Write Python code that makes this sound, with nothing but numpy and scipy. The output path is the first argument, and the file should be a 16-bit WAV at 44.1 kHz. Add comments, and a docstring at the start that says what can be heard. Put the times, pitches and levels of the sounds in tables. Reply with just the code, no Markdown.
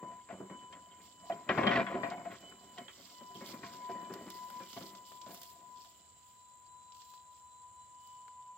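"""On a grassy slope, a small radio-controlled mower climbs while insects sing far off in the open air.
Its motors whine at the controller's switching pitch: a wavering tone with three overtones.
Its deck rattles and knocks over the bumps: clicks and noise bursts make its parts ring.
Dry grass crunches under the walker who holds the microphones: clumped crackle, with short dry
snaps and clicks made of noise bursts."""
import sys
import numpy as np
from scipy import signal
from scipy.fft import rfft, irfft, next_fast_len
from scipy.io import wavfile

SR = 44100
rng = np.random.default_rng(int(sys.argv[2]) if len(sys.argv) > 2 else 0)


def transcribe(u):
    """Save the signal u as a 16-bit wav file named by the first command-line argument.

    u: samples, shape (n,) or (channels, n), limited to [-1, 1]; the rate is SR.
    q: integer samples, one column per channel.
    """
    v = np.clip(np.atleast_2d(u).T, -1, 1)
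    q = np.round(v * 32767).astype(np.int16)
    wavfile.write(sys.argv[1], SR, q)


N = 378025
T = np.arange(N) / SR  # time of each sample, s
SIZE = next_fast_len(N, True)
HZ = np.fft.rfftfreq(SIZE, 1 / SR)


def gain_of(db):
    """Turn decibels into an amplitude factor."""
    return 10 ** (np.asarray(db) / 20)


def evened(x):
    """Scale a sound to an average power of 1."""
    return x / np.sqrt(np.mean(x ** 2) + 1e-20)


def spectrum(x):
    """Split a sound into its frequencies."""
    return rfft(x, SIZE)


def sound(z):
    """Put the frequencies back together as a sound."""
    return irfft(z, SIZE)[..., :N]


def read(points, hz):
    """Read a table over pitch, with straight lines on a logarithmic pitch scale."""
    f, value = np.transpose(points)
    return np.interp(np.log(hz + 1), np.log(f + 1), value)


def curves(rows):
    """Draw straight lines over time through every column of a table."""
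    s, *columns = np.transpose(rows)
    return [np.interp(T, s, column) for column in columns]


def wander(per_s):
    """Random drift: straight lines between chance values of typical size 1, per_s of them a second."""
    knots = np.arange(0, T[-1] + 1, 1 / per_s)
    return np.interp(T, knots, rng.standard_normal(2000)[:len(knots)])


def clicks(per_s, spread_db):
    """Clicks at random moments and of uneven size, with an average power of 1."""
    unevenness_db = spread_db * np.minimum(rng.exponential(1, N), 4)
    size = gain_of(unevenness_db) * rng.standard_normal(N)
    happens = rng.random(N) < per_s / SR
    return evened(size * happens)


def bursts(rows, weight_db, seconds, rise_s=0.000057):
    """Loudness curve that rises fast and dies away (time constants in s) from each row's time."""
    out = np.zeros(N)
    t = np.arange(0, 7 * seconds, 1 / SR)
    shape = np.exp(-t / seconds) * (1 - np.exp(-t / rise_s))
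    for row, db in zip(rows, weight_db):
        piece = out[round(row[0] * SR):][:len(t)]  # a view: adding to it fills out
        piece += (gain_of(db) * shape)[:len(piece)]
    return out


def ring(x, hz, width):
    """One resonance (pitch and width in Hz); steady noise comes out about as strong at any width."""
    r = np.exp(-np.pi * width / SR)
    b = np.sqrt(1 - r ** 2)
    return signal.lfilter([b, 0, -b], [1, -2 * r * np.cos(2 * np.pi * hz / SR), r ** 2], x)


def shaped(x, points):
    """Colour a sound with a table of (frequency [Hz], level [dB]), then even its power."""
    return evened(sound(spectrum(x) * gain_of(read(points, HZ))))


# How much louder the left microphone is: (frequency [Hz], left minus right [dB])
MIC_LEAN = [(60, -1.5), (110, 0), (200, 0), (380, 0.5), (700, -2.5), (1290, 8), (2380, -5), (4400, -13),
            (8120, -1.5), (15000, -1.5)]
# How far the left microphone is ahead: (frequency [Hz], phase lead [radians])
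MIC_LEAD = [(60, 0.015), (500, 0.14), (1380, 1), (2300, 0.4), (3360, 1)]


def pair(a, b, same):
    """Two microphones: left hears a; right hears part of a, later in phase, and part of the unlike b."""
    a, b = spectrum(a), spectrum(b)
    likeness = np.clip(read(same, HZ), -1, 1)
    half_lean = gain_of(read(MIC_LEAN, HZ) / 2)
    right = likeness * a + np.sqrt(1 - likeness ** 2) * b
    right = right * np.exp(-1j * read(MIC_LEAD, HZ))
    return sound(np.array([a * half_lean, right / half_lean]))


# How alike far sounds are in both microphones: (frequency [Hz], likeness [0 to 1])
FAR_LIKENESS = [(60, 1), (180, 0.46), (550, 0.28), (1650, 0.18), (4970, 0.24), (15000, 0.0096)]
# Colour of the open air: (frequency [Hz], relative level per Hz [dB])
AIR_COLOUR = [(30, -26.5), (55, -1.5), (76, 4.5), (130, -4), (400, -13), (700, -8.5), (1130, -14.5),
              (3700, -19.5), (6000, -35), (9000, -35), (12500, -27.5), (15000, -46.5), (17000, -26)]
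AIR_LEVEL_DB = -70.5  # before drift and microphone lean


def air():
    """Distant hum and hiss of the open air: coloured noise whose level drifts a little."""
    sides = []
    for _ in range(2):
        drift_db = 0.86 * wander(per_s=3.1)
        noise = shaped(rng.standard_normal(N), AIR_COLOUR)
        sides.append(noise * gain_of(AIR_LEVEL_DB + drift_db))
    return pair(*sides, FAR_LIKENESS)


# Wing resonances of the insects: (frequency [Hz], width of each pass [Hz], relative level [dB])
WING_RESONANCES = [(7225, 490, -1), (7500, 480, 1), (7980, 150, -11)]
INSECTS_LEVEL_DB = -64  # before microphone lean


def insects():
    """A far chorus: fast random clicks pass twice through narrow wing resonances."""
    sides = []
    for _ in range(2):
        flutter_db = 0.5 * wander(per_s=120) + 0.7 * wander(per_s=2.354)
        buzz = clicks(5000, 1.4) * gain_of(flutter_db)
        chorus = sum(gain_of(db) * ring(ring(buzz, hz, width), hz, width)
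                     for hz, width, db in WING_RESONANCES)
        sides.append(evened(chorus))
    return gain_of(INSECTS_LEVEL_DB) * pair(*sides, FAR_LIKENESS)


# Feet in dry grass: (start time [s], length [s], crunch level [dB], top octave against crunch [dB])
FOOTSTEPS = [(1.012, 0.055, -62.5, -11), (1.24, .1, -70.5, -10), (1.511, 0.31, -62.5, -16.5),
             (1.974, 0.065, -79, -2), (2.297, 0.11, -69.5, -24), (2.922, 0.23, -66.5, -9),
             (3.334, 0.092, -62.5, -11), (3.44, 0.066, -54.5, -5), (3.61, 0.063, -61.5, -28),
             (3.71, 0.067, -63, -12), (4.103, 0.13, -76, -5), (4.268, 0.22, -67, -2), (4.49, 0.19, -69, -3),
             (4.677, 0.2, -59, -4.5), (4.905, 0.063, -76, -5), (5.04, 0.12, -67.5, -3),
             (5.26, 0.25, -62.5, -1), (5.754, 0.16, -71.5, -5), (6.207, .15, -80, -3),
             (6.93, .22, -68, -6.5), (7.3, 0.068, -75, -8), (7.991, 0.18, -79, -5)]
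PRESS_S, LIFT_S = 0.031, 0.033  # straight rise; time constant of the fall


def treads(levels_db):
    """Loudness curve of the footsteps: the sole comes down, rolls over and lifts."""
    out = np.zeros(N)
    for (start, length, *_), db in zip(FOOTSTEPS, levels_db):
        press = np.clip((T - start) / PRESS_S, 0, 1)
        lift = np.exp(-np.maximum(T - start - length, 0) / LIFT_S)
        out += gain_of(db) * press * lift
    return out


# Grass stirring between steps: (time [s], level [dB])
GRASS_RUSTLE = [(0, -76), (2.5, -70), (3.2, -65.5), (5.3, -69), (6.0, -73), (6.7, -78.5), (8.57, -79)]
RUSTLE_BRIGHT_DB = -7.5  # top octave of the rustle, against the rest
# Short dry snaps and clicks:
# (time [s], strength [dB], top octave strength [dB], low click strength [dB])
DRY_SNAPS = [(0.728, -51, -72, -60), (2.101, -41, -64, -61), (2.783, -45, -75, -52),
             (4.138, -43, -46, -47.5), (4.302, -40, -43, -63), (4.5018, -58, -47, -50),
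             (4.7293, -39, -64, -68), (4.9505, -44, -68, -68), (5.1193, -54, -67, -56),
             (5.215, -41, -55, -72), (5.3456, -48, -44, -58), (5.416, -42, -46, -71),
             (5.4318, -43, -43, -72), (5.8471, -52.5, -57.5, -69), (6.921, -47, -85, -89),
             (6.947, -54, -70, -84), (6.968, -52, -62.5, -84), (7.0174, -45.5, -68, -70),
             (7.1368, -53, -74.5, -61), (8.072, -56, -57, -84), (8.2804, -68, -85, -55)]
# Pitches of the small crackles: (frequency [Hz])
CRACKLE_PITCHES = [2910, 3330, 4780, 5530]
# Colour of dry grass: (frequency [Hz], relative level per Hz [dB])
GRASS_COLOUR = [(700, -16), (1800, -16.5), (3200, -4), (4800, -4), (7000, -7), (9500, -3), (12000, -2.5),
                (14800, 4.5), (17000, -6.5)]


def grass():
    """Clumped crackle under the soles, and noise bursts for short dry snaps and clicks."""
    _, _, step_db, bright_db = np.transpose(FOOTSTEPS)
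    _, dull_db, sharp_db, deep_db = np.transpose(DRY_SNAPS)
    rustle = gain_of(curves(GRASS_RUSTLE)[0])
    crunch = rustle + treads(step_db)
    sizzle = rustle * gain_of(RUSTLE_BRIGHT_DB) + treads(step_db + bright_db)
    clumps = [gain_of(3.4 * wander(per_s=40)) for _ in range(5)]
    bunches = gain_of(2.5 * wander(per_s=60))  # stalks give way in bunches
    top = np.clip((HZ - 7000) / 1700.0, 0, 1)  # share of the bright octave
    colour = gain_of(read(GRASS_COLOUR, HZ))
    colour /= np.sqrt(np.mean(colour ** 2))
    sides = []
    for _ in range(2):
        noise = rng.standard_normal((2, N))
        pitched = sum(ring(clicks(230, 2.2) * clump, hz, 680.0)
                      for hz, clump in zip(CRACKLE_PITCHES, clumps))
        dull = (0.25 * pitched + 1.54 * noise[0]) * crunch * bunches
        dull += noise[1] * bursts(DRY_SNAPS, dull_db, 0.0072)
        fizz = clicks(1500, 2.5) * clumps[4] + 0.88 * noise[0]
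        bright = fizz * sizzle + noise[1] * bursts(DRY_SNAPS, sharp_db, 0.0026)
        crackle = sound(colour * (spectrum(dull) * (1 - top) + spectrum(bright) * top))
        low_click = ring(noise[1] * bursts(DRY_SNAPS, deep_db, 0.0038), 840.0, 870.0)
        sides.append(crackle + low_click)
    likeness = [(500, 0.32), (3300, 0.41), (5500, -0.44), (15000, 0.2)]  # (Hz, -1 to 1)
    return gain_of([[1.5], [-1.5]]) * pair(*sides, likeness)


AFTER_DB, AFTER_S, AFTER_RISE_S = -14.5, 0.058, 0.0048  # rattle after a blow: level, fall, rise


def part(modes, roll_db, rows, blow_db, spread_db, chatter_s, uneven_db, rise_s=0.00043, after_db=AFTER_DB):
    """One deck part: rattle and blows make its modes ring, each blow leaving it rattling for a moment."""
    rattle = gain_of(roll_db) + bursts(rows, blow_db + after_db, AFTER_S, AFTER_RISE_S)
    blows = rng.standard_normal(N) * bursts(rows, blow_db, chatter_s, rise_s)
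    force = clicks(1500, spread_db) * rattle + blows
    out = np.zeros((2, N))
    for hz, db, t60 in modes:
        favour = gain_of(uneven_db * wander(per_s=22))  # each contact point favours other modes
        rung = gain_of(db) * ring(force * favour, hz, 1.97 / t60)
        out += [rung, rung * wander(per_s=16)]  # seen from two sides
    return out / np.linalg.norm(gain_of([mode[1] for mode in modes]))


# Rings of the four deck parts: (frequency [Hz], relative level [dB], nominal ring time [s])
SHELL_RINGS = [(135, -14, 0.2), (197.7, -3, 0.12), (237.7, -1, 0.054), (284.5, -5, 0.064),
               (330.8, -8, 0.22), (375, -2, 0.059), (454, -16, 0.066), (527.6, -4.5, 0.041),
               (588, -19, 0.052), (790, -10.5, 0.0033), (890, -24.5, 0.054)]
BLADE_RINGS = [(683.3, -2.5, 0.19), (701, 0, 0.1)]
FITTING_RINGS = [(1071, 6.5, 0.046), (1165, 0.5, .04), (1326, -2., 0.045), (1478, 4.5, 0.012),
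                 (1670, -0.5, 0.035), (1770, -6.5, 0.0071), (1905, 5.5, 0.017), (2152, 2.5, 0.091),
                 (2366, -1.5, 0.062), (2556, -29.5, 0.037)]
PIN_RINGS = [(3128, 10, 0.025), (3330, -2, 0.022), (3330, -11, 0.025)]
# Ground roughness, heard as rolling rattle of the shell, rising and falling: (time [s], level [dB])
GROUND_ROUGHNESS = [(0.0, -68.5), (0.5, -69.5), (1.15, -73), (1.46, -65.5), (1.6, -45), (2.5, -65),
                    (3.1, -72.5), (3.5, -65.5), (4.2, -63.5), (5.0, -72.5), (5.35, -73), (6.0, -83),
                    (6.5, -110)]
BLADES_ROLL_DB, FITTINGS_ROLL_DB = -5.5, -5.  # rattle of the lighter parts, against the shell
# Single blows on the deck: (time [s], shell strength [dB], blades strength [dB], fittings strength [dB])
DECK_KNOCKS = [(0.025, -43, -42, -65), (0.287, -55, -38.5, -54), (0.305, -52, -44, -56.5),
               (0.325, -50.5, -66, -82), (0.401, -44, -60, -72), (0.497, -48.5, -56, -53.5),
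               (0.724, -72, -61, -58), (1.297, -47.5, -37, -49.5), (1.321, -47, -53, -64),
               (1.49, -31.5, -30, -27.5), (1.575, -30, -24.5, -30), (1.631, -29, -26, -38),
               (1.666, -32.5, -24, -29.5), (1.711, -36.5, -36, -33.5), (1.756, -32.5, -30, -35.5),
               (1.795, -51, -26, -61), (1.865, -56, -42, -42), (1.941, -37.5, -38, -49),
               (2.032, -41, -33.5, -36.5), (2.113, -65, -36.5, -53), (2.203, -56, -62, -62),
               (2.251, -52, -39, -54.5), (2.308, -68, -75, -73), (2.429, -72, -56, -62),
               (2.778, -53.5, -57.5, -54), (2.881, -65, -72, -56.5), (3.055, -71, -75, -64),
               (3.207, -50.5, -76, -68), (3.351, -50.5, -64, -81), (3.408, -45.5, -60, -55),
               (3.485, -50, -66, -62), (3.537, -51.5, -68, -59), (3.631, -47.5, -53, -49),
               (3.89, -44.5, -43, -59), (3.948, -48, -59, -63), (4.062, -52, -58, -73),
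               (4.097, -45, -48, -56), (4.145, -52, -70, -77), (4.208, -49, -62, -81),
               (4.6, -50.5, -61, -56), (4.764, -46.5, -45.5, -53.5), (4.807, -48, -56, -61),
               (5.262, -54, -53, -63), (5.289, -59, -54, -62)]
# Loose pins jumping in their holes: (time [s], strength [dB])
PIN_CLINKS = [(0.21, -64), (0.306, -61), (0.59, -59), (0.724, -51.5), (0.91, -62), (1.321, -57),
              (1.489, -35.5), (1.575, -52), (1.63, -41), (1.667, -27), (1.756, -64), (1.866, -46),
              (2.31, -65), (2.776, -46), (2.88, -49.5), (3.207, -54.5), (3.351, -54), (4.765, -53)]
# How alike the deck sounds in both microphones: (frequency [Hz], likeness [0 to 1])
NEAR_LIKENESS = [(60, 0.29), (130, 0.91), (290, 0.98), (640, 0.7), (1410, 0.81), (3100, 0.2), (6820, 0.047),
                 (15000, 0.018)]


def deck():
    """Heavy shell, ringing blades, loose fittings and pins; soft contacts give little treble."""
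    shell_db = curves(GROUND_ROUGHNESS)[0] + 3.8 * wander(per_s=25)  # lumpy ground
    blades_db = shell_db + BLADES_ROLL_DB
    fittings_db = shell_db + FITTINGS_ROLL_DB
    pins_db = 1.34 * fittings_db - 2.0  # only hard jolts shake the pins loose
    _, thud_db, clang_db, clack_db = np.transpose(DECK_KNOCKS)
    clink_db = np.transpose(PIN_CLINKS)[1]
    low = part(SHELL_RINGS, shell_db, DECK_KNOCKS, thud_db,
               spread_db=2.5, chatter_s=0.02, uneven_db=2.0, rise_s=0.0032)
    low += part(BLADE_RINGS, blades_db, DECK_KNOCKS, clang_db,
                spread_db=-1.0, chatter_s=0.012, uneven_db=6.0, rise_s=0.003, after_db=-18.0)
    high = part(FITTING_RINGS, fittings_db, DECK_KNOCKS, clack_db,
                spread_db=-2.0, chatter_s=0.023, uneven_db=2.0)
    high += part(PIN_RINGS, pins_db, PIN_CLINKS, clink_db,
                 spread_db=7.5, chatter_s=0.011, uneven_db=1.5)
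    low = signal.sosfilt(signal.butter(3, 1100., fs=SR, output="sos"), low)
    high = signal.sosfilt(signal.butter(3, [800., 4300.], "band", fs=SR, output="sos"), high)
    return pair(*(low + high), NEAR_LIKENESS)


SWITCH_HZ = 998.5  # the controller's switching pitch, before its slight waver
# The whine swells with the load: (time [s], level [dB])
WHINE_LEVEL = [(0.0, -50.5), (0.084, -46), (0.36, -70), (0.548, -52), (1.19, -65), (1.31, -53.5),
               (1.44, -59), (2.04, -46), (2.42, -73), (2.76, -58.5), (2.97, -81), (3.22, -54.5),
               (3.62, -58.5), (3.94, -43), (4.24, -60), (4.38, -49.5), (4.6, -45.5), (4.68, -60),
               (5.23, -54), (5.4, -63.5), (5.77, -55), (5.919, -67), (6.501, -63), (6.76, -59.5),
               (7.52, -59.5), (8.4, -53.5), (8.57, -54.5)]
# Overtones come and go as the pulse width changes:
# (time [s], second partial level [dB], third partial level [dB], fourth partial level [dB])
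OVERTONE_LEVELS = [(0.0, -91, -71.5, -101), (1.4, -89.5, -76.5, -82), (2.4, -83.5, -69.5, -85),
                   (3.6, -78, -78.5, -78.5), (4.7, -73.5, -71, -87), (5.6, -89, -91, -89),
                   (5.95, -89, -79, -84), (6.401, -88.5, -91.5, -83), (6.9, -100, -102, -81),
                   (7.46, -99, -91, -75.5), (8.0, -92.5, -83, -91), (8.3, -89, -81, -100),
                   (8.57, -90, -82, -108)]
# The whine between the microphones, shifting with the ground echo:
# (time [s], left minus right [dB], left phase lead over right [radians])
WHINE_BALANCE = [(0, 4.5, 0.56), (2.3, 1, 1.27), (5, 6.5, 0.74), (5.7, 10, 0.53), (6.1, 1.5, -1.4),
                 (6.5, 8.5, 0.39), (8.1, 3.5, -0.63), (8.57, 0.5, 0.36)]


def motors():
    """Motor whine: the switching tone and three overtones, wavering a little in pitch and level."""
    phase = 2 * np.pi * np.cumsum(SWITCH_HZ + 0.5 * wander(per_s=12)) / SR
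    lean_db, lead = curves(WHINE_BALANCE)
    sides = [(lean_db, lead), (1., .3), (-4., -.8), (-5., -1.)]  # dB and radians for each partial
    levels_db = curves(WHINE_LEVEL) + curves(OVERTONE_LEVELS)  # joins the two lists
    out = np.zeros((2, N))
    for k, (db, (side_db, angle)) in enumerate(zip(levels_db, sides)):
        waver_db = 2.0 * wander(per_s=20)
        overtone_waver_db = 5.0 * min(k, 1) * wander(per_s=11)  # none on the first tone
        level = np.sqrt(2) * gain_of(db + waver_db + overtone_waver_db)
        for ear, sign in enumerate((.5, -.5)):  # left, right
            tone = np.cos((k + 1) * phase + sign * angle)
            out[ear] += level * gain_of(sign * side_db) * tone
    return out


def scene():
    """Everything together, from the background to the mower."""
    return air() + insects() + grass() + deck() + motors()


EDGE_HZ = 15900  # upper band limit


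def record(dry):
    """The microphones drop the lowest bass; then a steep filter cuts the highest treble."""
    thin = signal.sosfilt(signal.butter(2, 70., "high", fs=SR, output="sos"), dry)
    low_pass = signal.firwin(511, EDGE_HZ, window=("kaiser", 9), fs=SR)
    return signal.oaconvolve(thin, low_pass[None], "same")


dry = scene()
out = record(dry)
transcribe(out)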